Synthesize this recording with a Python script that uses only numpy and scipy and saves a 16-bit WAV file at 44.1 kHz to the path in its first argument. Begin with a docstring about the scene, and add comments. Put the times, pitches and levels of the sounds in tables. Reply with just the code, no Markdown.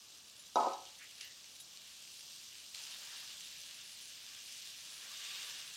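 """Frying leafy greens

Leafy greens fry in a wide pan in a small kitchen: random bubble bursts and noise, filtered in bands.
A steel bowl is set down on the counter and rattles to rest in several quick touches, and bangles chink:
clicks ring decaying modes. A wooden spatula then turns the leaves, with rustle, pan hum and crackle;
the sizzle swells and deepens, most of all around the strong turns."""
import sys
import numpy as np
from scipy import signal
from scipy.fft import rfft, irfft, next_fast_len
from scipy.io import wavfile

SR = 44100
rng = np.random.default_rng(int(sys.argv[2]) if len(sys.argv) > 2 else 0)


def wav_out(sig):
    """Save sig, one row per channel (or a flat mono array), as 16-bit PCM at SR to the path in sys.argv[1]."""
    wavfile.write(sys.argv[1], SR, np.round(np.clip(np.atleast_2d(sig).T, -1, 1) * 32767).astype(np.int16))


N = 254302


def from_db(db):
    """Gain of a level in dB."""
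    return 10 ** (np.asarray(db) / 20)


def rms_one(x):
    """Scale to rms 1."""
    return x / np.sqrt(np.mean(x ** 2) + 1e-20)


def bandpass(x, order, low_hz, high_hz):
    """Butterworth band of x."""
    return signal.sosfilt(signal.butter(order, [low_hz, high_hz], "band", fs=SR, output="sos"), x)


def drift(rate_hz):
    """Slow random curve of spread 1: noise through two equal poles, at SR / 20."""
    pole = np.exp(-40 * np.pi * rate_hz / SR)
    noise = rng.standard_normal(N // 20 + 4002)
    slow = signal.lfilter([1], [1, -2 * pole, pole * pole], noise)[4000:]   # start-up dropped
    return np.interp(np.arange(N) / 20, np.arange(len(slow)), rms_one(slow - slow.mean()))


def ring(clicks, hz, t60_s):
    """Two-pole resonator: a unit click sets a sine of height 1 ringing."""
    r, w = from_db(-60 / (t60_s * SR)), 2 * np.pi * hz / SR
    return signal.lfilter([0, np.sin(w)], [1, -2 * r * np.cos(w), r * r], clicks + 1e-18)


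def resonances(sources, modes):
    """Sum of modes, each rung by its own source; bandwidth sets the decay."""
    out = np.zeros(N)
    for source, (hz, width_hz, db) in zip(sources, modes):
        t60_s = np.log(1000) / np.pi / width_hz
        out += from_db(db) * rms_one(ring(source, hz, t60_s))
    return out


def bursts(per_s, spread_db, clump_db):
    """Random clicks of very uneven size, arriving in clumps; rms 1."""
    sizes = from_db(spread_db * np.minimum(rng.exponential(1, N), 5))
    sizes = sizes * rng.choice([-1, 1], N)
    chance = per_s * from_db(clump_db * drift(15)) / SR
    return rms_one(sizes * (rng.random(N) < chance))


def coloured(sources, spectrum, patchy_db):
    """Quarter-octave bands of two sources in turn, each band with its own flicker; rms 1."""
    out = 0
    edges_hz = 25 * 2 ** (np.arange(39) / 4)
    hz, db = np.transpose(spectrum)
    for k, (low, high) in enumerate(zip(edges_hz, edges_hz[1:])):
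        centre_hz = np.sqrt(low * high)
        if hz[0] < centre_hz < hz[-1]:
            level_db = np.interp(np.log(centre_hz), np.log(hz), db)
            out = out + bandpass(sources[k % 2], 2, low, high) * from_db(level_db + patchy_db * drift(14.0))
    return rms_one(out)


def strike(touches, modes, vary_db):
    """Each touch strikes every mode with a strength and sign of its own."""
    out = np.zeros(N)
    s, db = np.transpose(touches)
    at = np.round(s * SR).astype(int)
    luck = rng.normal(0, 1, (len(s), len(modes), 2))
    for k, (hz, mode_db, t60_s) in enumerate(modes):
        clicks = np.zeros(N)
        clicks[at] = from_db(db + mode_db + vary_db * luck[:, k, 0]) * np.sign(luck[:, k, 1])
        out += ring(clicks, hz, t60_s)
    return out


def swells(rows, rest_db, fade_db_per_s):
    """Level in dB: each row rises, holds and fades to rest; the loudest row counts."""
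    t = np.arange(N) / SR
    levels = []
    for s, rise_s, hold_s, db in rows:
        top_s = s + rise_s
        fade_s = top_s + hold_s
        rest_s = fade_s + abs(db - rest_db) / fade_db_per_s
        levels.append(np.interp(t, [s, top_s, fade_s, rest_s], [rest_db, db, db, rest_db]))
    return np.max(levels, axis=0)


# spectrum of flame and room: pitch_hz, relative_db_per_hz
RUMBLE = [(21, -50), (35, -25), (59, -3.5), (182, -2), (440, -7.5), (476, -27), (523, -4), (775, -7.5),
          (1500, -8), (1950, -49), (3300, -120)]


def rumble():
    """Flame and room: steady noise in flickering bands."""
    return from_db(-72) * coloured(rng.standard_normal((2, N)), RUMBLE, patchy_db=1.0)


KITCHEN_T60_S = 0.52   # at the lowest pitches


def kitchen(x):
    """Eight feedback delays, evaluated by frequency; walls swallow the treble."""
    size = next_fast_len(N + SR)
    hz = np.arange(size // 2 + 1) * SR / size
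    t60_s = KITCHEN_T60_S / (1 + hz / 6000)
    echo = 0
    for lag_s in rng.uniform(.008, .03, size=8):
        loop = 10 ** (-3 * lag_s / t60_s) * np.exp(-2j * np.pi * hz * lag_s)
        echo = echo + loop / (1 - loop)
    return irfft(rfft(x, size) * echo, size)[:N]


# short brushing noises by the counter:
# start_s, length_s, loudest_at (share of length), centre_hz, width_hz, level_db
BRUSHES = [(0.849, 0.14, .08, 3300, 1300, -58), (0.97, .13, .46, 2050, 1000, -57),
           (1.208, 0.012, .2, 4500, 4000, -44), (1.208, .13, .12, 2870, 400, -56),
           (1.206, 0.22, .15, 1930, 300, -61), (1.206, 0.13, .15, 5000, 3020, -55.5),
           (1.243, .025, .3, 13300, 4000, -60), (1.598, 0.06, .2, 9500, 6000, -58),
           (1.59, 0.04, .3, 3830, 2000, -63)]


def brushes():
    """Puffs of band noise that swell and fade."""
    out = np.zeros(N)
    for s, length_s, loudest_at, hz, width_hz, db in BRUSHES:
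        edges_hz = np.clip([hz - width_hz / 2, hz + width_hz / 2], 50, .45 * SR)
        noise = rms_one(bandpass(rng.standard_normal(SR // 2), 2, *edges_hz))
        age = np.clip(np.arange(len(noise)) / SR / length_s, 0, 1)
        puff = np.sin(np.pi * age ** (np.log(.5) / np.log(loudest_at))) ** 2
        out[round(s * SR):][:len(noise)] += from_db(db) * noise * puff
    return out


# bangles touching: start_s, strength_db
CHINKS = [(0.395, -51), (0.457, -59), (1.218, -54), (1.601, -47)]
# bangle modes: pitch_hz, relative_db, t60_s
BANGLE = [(3850, -7.5, 0.12), (7150, -7, 0.12), (10320, 2, 0.14)]


def bangles():
    """Each chink rings three high modes."""
    return strike(CHINKS, BANGLE, vary_db=5.5)


# bowl touching the counter: start_s, thud_relative_db, tick_relative_db, chatter_relative_db
BOWL_TOUCHES = [(0.5574, -17, -32.5, -34.5), (0.563, -25, -43, -35), (0.582, -24.5, -52, -37.5),
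                (0.6, -24.5, -42, -37.5), (0.607, -27.5, -54, -37), (0.631, -30, -48, -38),
                (0.648, -32, -59, -40.5), (0.668, -24, -46, -38), (0.734, -38, -41, -46.5)]
# body modes, before the grip: pitch_hz, relative_db, t60_s
BOWL_BODY = [(166, -9, 0.19), (242.4, -17.5, 0.39), (326, -21.5, 0.16), (355, -14.5, 0.21),
             (398, -12.5, 0.26), (461, -15, .12), (493, -10, 0.14), (544, -10.5, 0.25), (555, -9.5, 0.14),
             (613, -9, 0.22), (637, -9, .15), (672, -4, 0.14), (696.6, -3, 0.2), (735, 2, 0.087),
             (767, -0.5, 0.12), (796, 1, 0.11), (847, -7, 0.15), (863, 2, 0.17), (882, -5.5, 0.25),
             (903, -5.5, 0.17), (945, -7, 0.23), (969, 2, 0.149), (997, -8, 0.12), (1020, -13, 0.12),
             (1040, -1.5, 0.18), (1070, -11, 0.17), (1147, -9.5, 0.21), (1180, -12.5, 0.22),
             (1244, -8, 0.16), (1256, -4, 0.32), (1290, -3, 0.24), (1463, -14, 0.13), (1520, -14, .13)]
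# rim modes: pitch_hz, relative_db, t60_s
BOWL_RIM = [(2580, -22, 0.034), (3820, -9, 0.14), (3854, -1.5, 0.045), (4800, -3, 0.026),
            (5760, 2.5, 0.019), (6600, -10, 0.053)]
# dull knocks of the counter under the two hardest landings: start_s, strength_db
KNOCKS = [(0.5575, -34.5), (0.6685, -33)]
# counter modes, before the band filter: pitch_hz, relative_db, t60_s
COUNTER = [(333, -6, 0.047), (554, -2.5, 0.034), (780, -1, 0.041), (1035, -6, 0.026), (1300, -3.5, .03),
           (1600, -18, .02)]
CHATTER_FADE_DB_PER_S = 142   # after each touch the base chatters and dies away
SETTLED_S, GRIP_DB_PER_S = 0.67, 75   # from here the body loses its ring faster


def bowl():
    """Thuds and chatter ring the body, ticks ring the rim; the counter knocks and damps the body."""
    touches, t = np.array(BOWL_TOUCHES), np.arange(N) / SR
    rattle = np.max([(t > s) * from_db(db - CHATTER_FADE_DB_PER_S * np.maximum(t - s, 0))
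                     for s, db in touches[:, [0, 3]]], axis=0)
    chatter = rattle * bursts(per_s=2800, spread_db=3.0, clump_db=3.0)

    body = from_db(-15) * strike(touches[:, [0, 1]], BOWL_BODY, vary_db=1.5)
    for k, (hz, db, t60_s) in enumerate(BOWL_BODY):
        shifted = np.roll(chatter, 37 * k)   # modes out of step
        body += from_db(-38.5 + db) / t60_s ** .5 * ring(shifted, hz, t60_s)
    body *= from_db(-GRIP_DB_PER_S * np.maximum(t - SETTLED_S, 0))
    body += strike(KNOCKS, COUNTER, vary_db=3.0)
    body = bandpass(body, 4, 260, 1350)   # a soft base, a small radiator

    scratch = bandpass(chatter, 2, 1800, 6500)
    ticks = strike(touches[:, [0, 2]], BOWL_RIM, vary_db=1.5)
    return body + from_db(-7.0) * scratch + from_db(-5.0) * ticks


# spatula dragging on the pan: start_s, rise_s, hold_s, hum_relative_db
DRAGS = [(3.0, 0.054, 0.11, -78), (4.18, 0.11, 0.076, -74.5), (4.62, 0.055, 0.063, -77),
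         (4.95, 0.14, 0.42, -71), (5.5, .05, 0.093, -75)]
# low pan modes: pitch_hz, width_hz, relative_db
PAN = [(1160, 36, 2.5), (1550, 45, -2), (1780, 50, -12)]
DRAG_REST_DB, DRAG_FADE_DB_PER_S = -87, 200


def dragging():
    """Friction noise rings the low modes of the pan."""
    rub = rng.standard_normal((len(PAN), N))
    return from_db(swells(DRAGS, DRAG_REST_DB, DRAG_FADE_DB_PER_S)) * resonances(rub, PAN)


# wet leaves pressed on the hot metal: start_s, rise_s, hold_s, crackle_relative_db
CRUNCHES = [(2.895, .025, .015, -55), (3.12, .05, .02, -57), (3.26, .02, .03, -54), (3.39, .04, .03, -55),
            (4.62, .05, .04, -58), (5.12, .015, .05, -58), (5.23, .025, .18, -54), (5.5, .04, .05, -57)]
# bright pan modes: pitch_hz, width_hz, relative_db
CRUNCH_RING = [(2780, 250, -5), (3720, 200, 0), (4400, 400, -4)]
CRUNCH_REST_DB, CRUNCH_FADE_DB_PER_S = -79, 203


def crunching():
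    """Dense clicks ring the bright modes of the pan."""
    clicks = bursts(per_s=3000, spread_db=3.0, clump_db=1.0)
    shifted = [np.roll(clicks, 9 * k) for k in range(len(CRUNCH_RING))]
    highpass = signal.butter(4, 2300, "high", fs=SR, output="sos")
    crackle = signal.sosfilt(highpass, resonances(shifted, CRUNCH_RING))
    return from_db(swells(CRUNCHES, CRUNCH_REST_DB, CRUNCH_FADE_DB_PER_S)) * crackle


# vigour of the frying: time_s, sizzle_db, sputter_db
FRY = [(0.0, -57.5, -75), (0.36, -58, -75), (0.7, -57, -73), (1.18, -56.5, -65.5), (1.63, -56, -74),
       (1.88, -55.5, -67), (2.2, -53, -74), (2.72, -54, -70), (2.775, -50, -64), (2.98, -50.5, -63),
       (3.17, -50.5, -57), (3.32, -51.5, -62), (3.47, -51.5, -62), (3.6, -52, -62.5), (3.78, -53, -60.5),
       (3.93, -52.5, -65.5), (4.16, -52.5, -63.5), (4.35, -53, -63), (4.53, -51, -60.5), (4.72, -51.5, -63),
       (5.01, -51.5, -62), (5.3, -48.5, -56), (5.46, -48, -57.5), (5.64, -50.5, -58.5), (5.77, -50.5, -63)]


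def controls():
    """Sizzle and sputter levels in dB, sample by sample."""
    s, *levels = np.transpose(FRY)
    return [np.interp(np.arange(N) / SR, s, db) for db in levels]


# sharp clicks, mostly drops bursting in the oil, some of bangles and counter: start_s, peak_db, pitch_hz
POPS = [(0.8209, -44, 6270), (0.8541, -38, 3060), (0.9545, -43, 3790), (1.1833, -41, 4480),
        (1.2105, -35, 2900), (1.2115, -31, 6460), (1.2147, -41, 3640), (1.2456, -40, 3100),
        (1.3234, -41, 3920), (1.3453, -44, 6220), (1.3606, -44, 4950), (1.4436, -38, 4670),
        (1.4973, -41, 4630), (1.5515, -44, 5860), (1.5575, -43, 6800), (1.602, -43, 3940),
        (1.605, -43, 6480), (1.7365, -44, 5730), (1.7732, -34, 3140), (1.8176, -42, 3100),
        (1.8568, -42, 5300), (2.0234, -41, 5620), (2.0392, -41, 3120), (2.0513, -40, 3210),
        (2.0761, -40, 4870), (2.1934, -38, 4970), (2.2077, -36, 5920), (2.3313, -41, 5300),
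        (2.338, -41, 4110), (2.4542, -41, 3940), (2.5286, -42, 3450), (2.5462, -41, 4010),
        (2.5548, -39, 3850), (2.6023, -41, 3770), (2.7458, -34, 3700), (2.7484, -28, 4600),
        (2.756, -38, 4500), (2.7604, -38, 3620), (2.7696, -37, 4760), (2.7843, -36, 3900),
        (2.7908, -37, 4000), (2.8675, -34, 3010), (2.9105, -36, 4650), (2.9234, -37, 4370),
        (2.9623, -37, 4220), (3.182, -38, 3600), (3.277, -37, 4460), (3.2963, -38, 4570),
        (3.3107, -38, 4260), (3.4085, -37, 3040), (3.45, -37, 3600), (3.506, -39, 4840),
        (3.8952, -40, 3210), (4.0033, -39, 3080), (4.0213, -37, 3790), (4.2651, -39, 2990),
        (4.2899, -39, 4220), (4.3347, -40, 2860), (4.348, -38, 3140), (4.3512, -40, 3290),
        (4.4122, -40, 4740), (4.6734, -34, 3960), (4.7482, -38, 4440), (4.9039, -37, 3980),
        (5.0112, -39, 4010), (5.2486, -36, 4800), (5.2511, -33, 3660), (5.3012, -34, 3700),
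        (5.3495, -34, 3710), (5.4005, -34, 3750), (5.4202, -35, 3320), (5.5131, -34, 5790),
        (5.6784, -37, 3790)]
# lesser drops at random; their level is relative to the sizzle
SMALL_POPS_PER_S, SMALL_POP_DB, SMALL_POP_SPREAD_DB = 16, 5.5, 2.5
SMALL_POP_LOW_HZ, SMALL_POP_HIGH_HZ = 2730, 5600


def pops():
    """Sharp clicks, mostly bursting drops: a broad snap and a few cycles at the click's own pitch."""
    at = np.flatnonzero(rng.random(N) < SMALL_POPS_PER_S / SR)
    size_luck, pitch_luck = rng.random((2, len(at)))
    sizzle_db = controls()[0][at]
    small_db = sizzle_db + SMALL_POP_DB - SMALL_POP_SPREAD_DB * np.log(size_luck + 0.055)
    small_hz = SMALL_POP_LOW_HZ * (SMALL_POP_HIGH_HZ / SMALL_POP_LOW_HZ) ** pitch_luck
    clicks = [*POPS, *zip(at / SR, small_db, small_hz)]

    t = np.arange(400) / SR
    out = np.zeros(N + len(t))
    for s, db, hz in clicks:
        tone = 0.5 * np.sin(2 * np.pi * hz * t) * np.exp(-t * hz / 2.8)
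        snap = (rng.standard_normal(len(t)) + 4 * (t == 0)) * np.exp(-t / .0004)
        grain = bandpass(tone + snap, 3, 2400, 8000)
        out[round(s * SR):][:len(t)] += from_db(db) * grain / np.abs(signal.hilbert(grain)).max()
    return out[:N]


# frying spectra: pitch_hz, relative_db_per_hz
SIZZLE = [(1900, -36), (2300, -17), (2800, -3.5), (3700, -0.5), (5000, 0), (6500, -1.5), (8000, -7),
          (9500, -3), (11000, -13), (12500, -29)]
SPUTTER = [(900, -46), (1300, -19.5), (1700, -4.5), (2200, 0), (2800, 1.5), (3300, -3), (3700, -4),
           (4300, -16), (5000, -27)]
HISS = [(10000, -15), (11800, 0), (13500, -0.5), (15500, -4), (19500, -6)]
RUSTLE = [(250, -41), (450, -4.5), (800, -2), (1150, 2.5), (1500, 1.5), (2000, 5.5)]
# leaves rustling as the spatula turns them: start_s, rise_s, hold_s, level_db
STIRS = [(2.72, 0.04, 0.26, -65), (2.9, 0.19, 0.069, -64), (3.6, 0.07, 0.073, -73), (4.15, 0.1, 0.067, -77),
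         (4.75, 0.25, 0.14, -67), (5.0, 0.37, 0.081, -61.5)]
RUSTLE_REST_DB, RUSTLE_FADE_DB_PER_S = -77.5, 31
HISS_BELOW_SIZZLE_DB = 15


def frying():
    """Steam bubbles burst: fine ones sizzle and hiss, larger ones sputter; turned leaves rustle."""
    sizzle_db, sputter_db = controls()
    hiss_db = sizzle_db - HISS_BELOW_SIZZLE_DB
    sputter_db = sputter_db + 1.8 * drift(6.5)
    rustle_db = swells(STIRS, RUSTLE_REST_DB, RUSTLE_FADE_DB_PER_S) + 1.2 * drift(15)

    fine = bursts(per_s=5000, spread_db=7.0, clump_db=2.0)
    coarse = bursts(per_s=1500, spread_db=2.0, clump_db=3.0)
    blur = 0.95 * rng.standard_normal((2, N))   # bubbles too many to tell apart

    sizzle = from_db(sizzle_db) * coloured(fine + blur, SIZZLE, patchy_db=0.88)
    sputter = from_db(sputter_db) * coloured(0.053 * fine + coarse + blur, SPUTTER, patchy_db=1.2)
    hiss = from_db(hiss_db) * coloured(0.9 * fine + blur, HISS, patchy_db=0.8)
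    rustle = from_db(rustle_db) * coloured(0.2 * coarse + blur, RUSTLE, patchy_db=1.3)
    return sizzle + sputter + hiss + rustle


def lean_left(x, low_hz, high_hz, side_db):
    """A band of x added on the left and taken from the right."""
    return from_db(side_db) * bandpass(x, 3, low_hz, high_hz) * [[1], [-1]]


def scene():
    """All sources reach the microphone from nearly one spot ahead."""
    hits = bangles() + bowl() + pops()
    hits = hits + from_db(-21.5) * kitchen(hits)
    pan = rumble() + dragging() + crunching() + frying()
    side = lean_left(hits, 220, 236, side_db=-6) + lean_left(pan, 690, 1270, side_db=-23)
    return hits + pan + brushes() + side


APART_HZ = (9410, 11040)   # here the channels are partly of opposite polarity
CUTOFF_HZ = 15900


def record(dry):
    """In one treble band the phase lags on the left and leads on the right; the top is cut."""
    band = signal.sosfiltfilt(signal.butter(3, APART_HZ, "band", fs=SR, output="sos"), dry)
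    quadrature = signal.hilbert(band, next_fast_len(N))[:, :N].imag
    turn_rad = 1.17 + 0.43 * drift(14.0)
    wide = dry + band * (np.cos(turn_rad) - 1) + quadrature * np.sin(turn_rad) * [[1], [-1]]
    return signal.sosfilt(signal.ellip(12, .5, 70, CUTOFF_HZ, fs=SR, output="sos"), wide)


dry = scene()
out = record(dry)
wav_out(out)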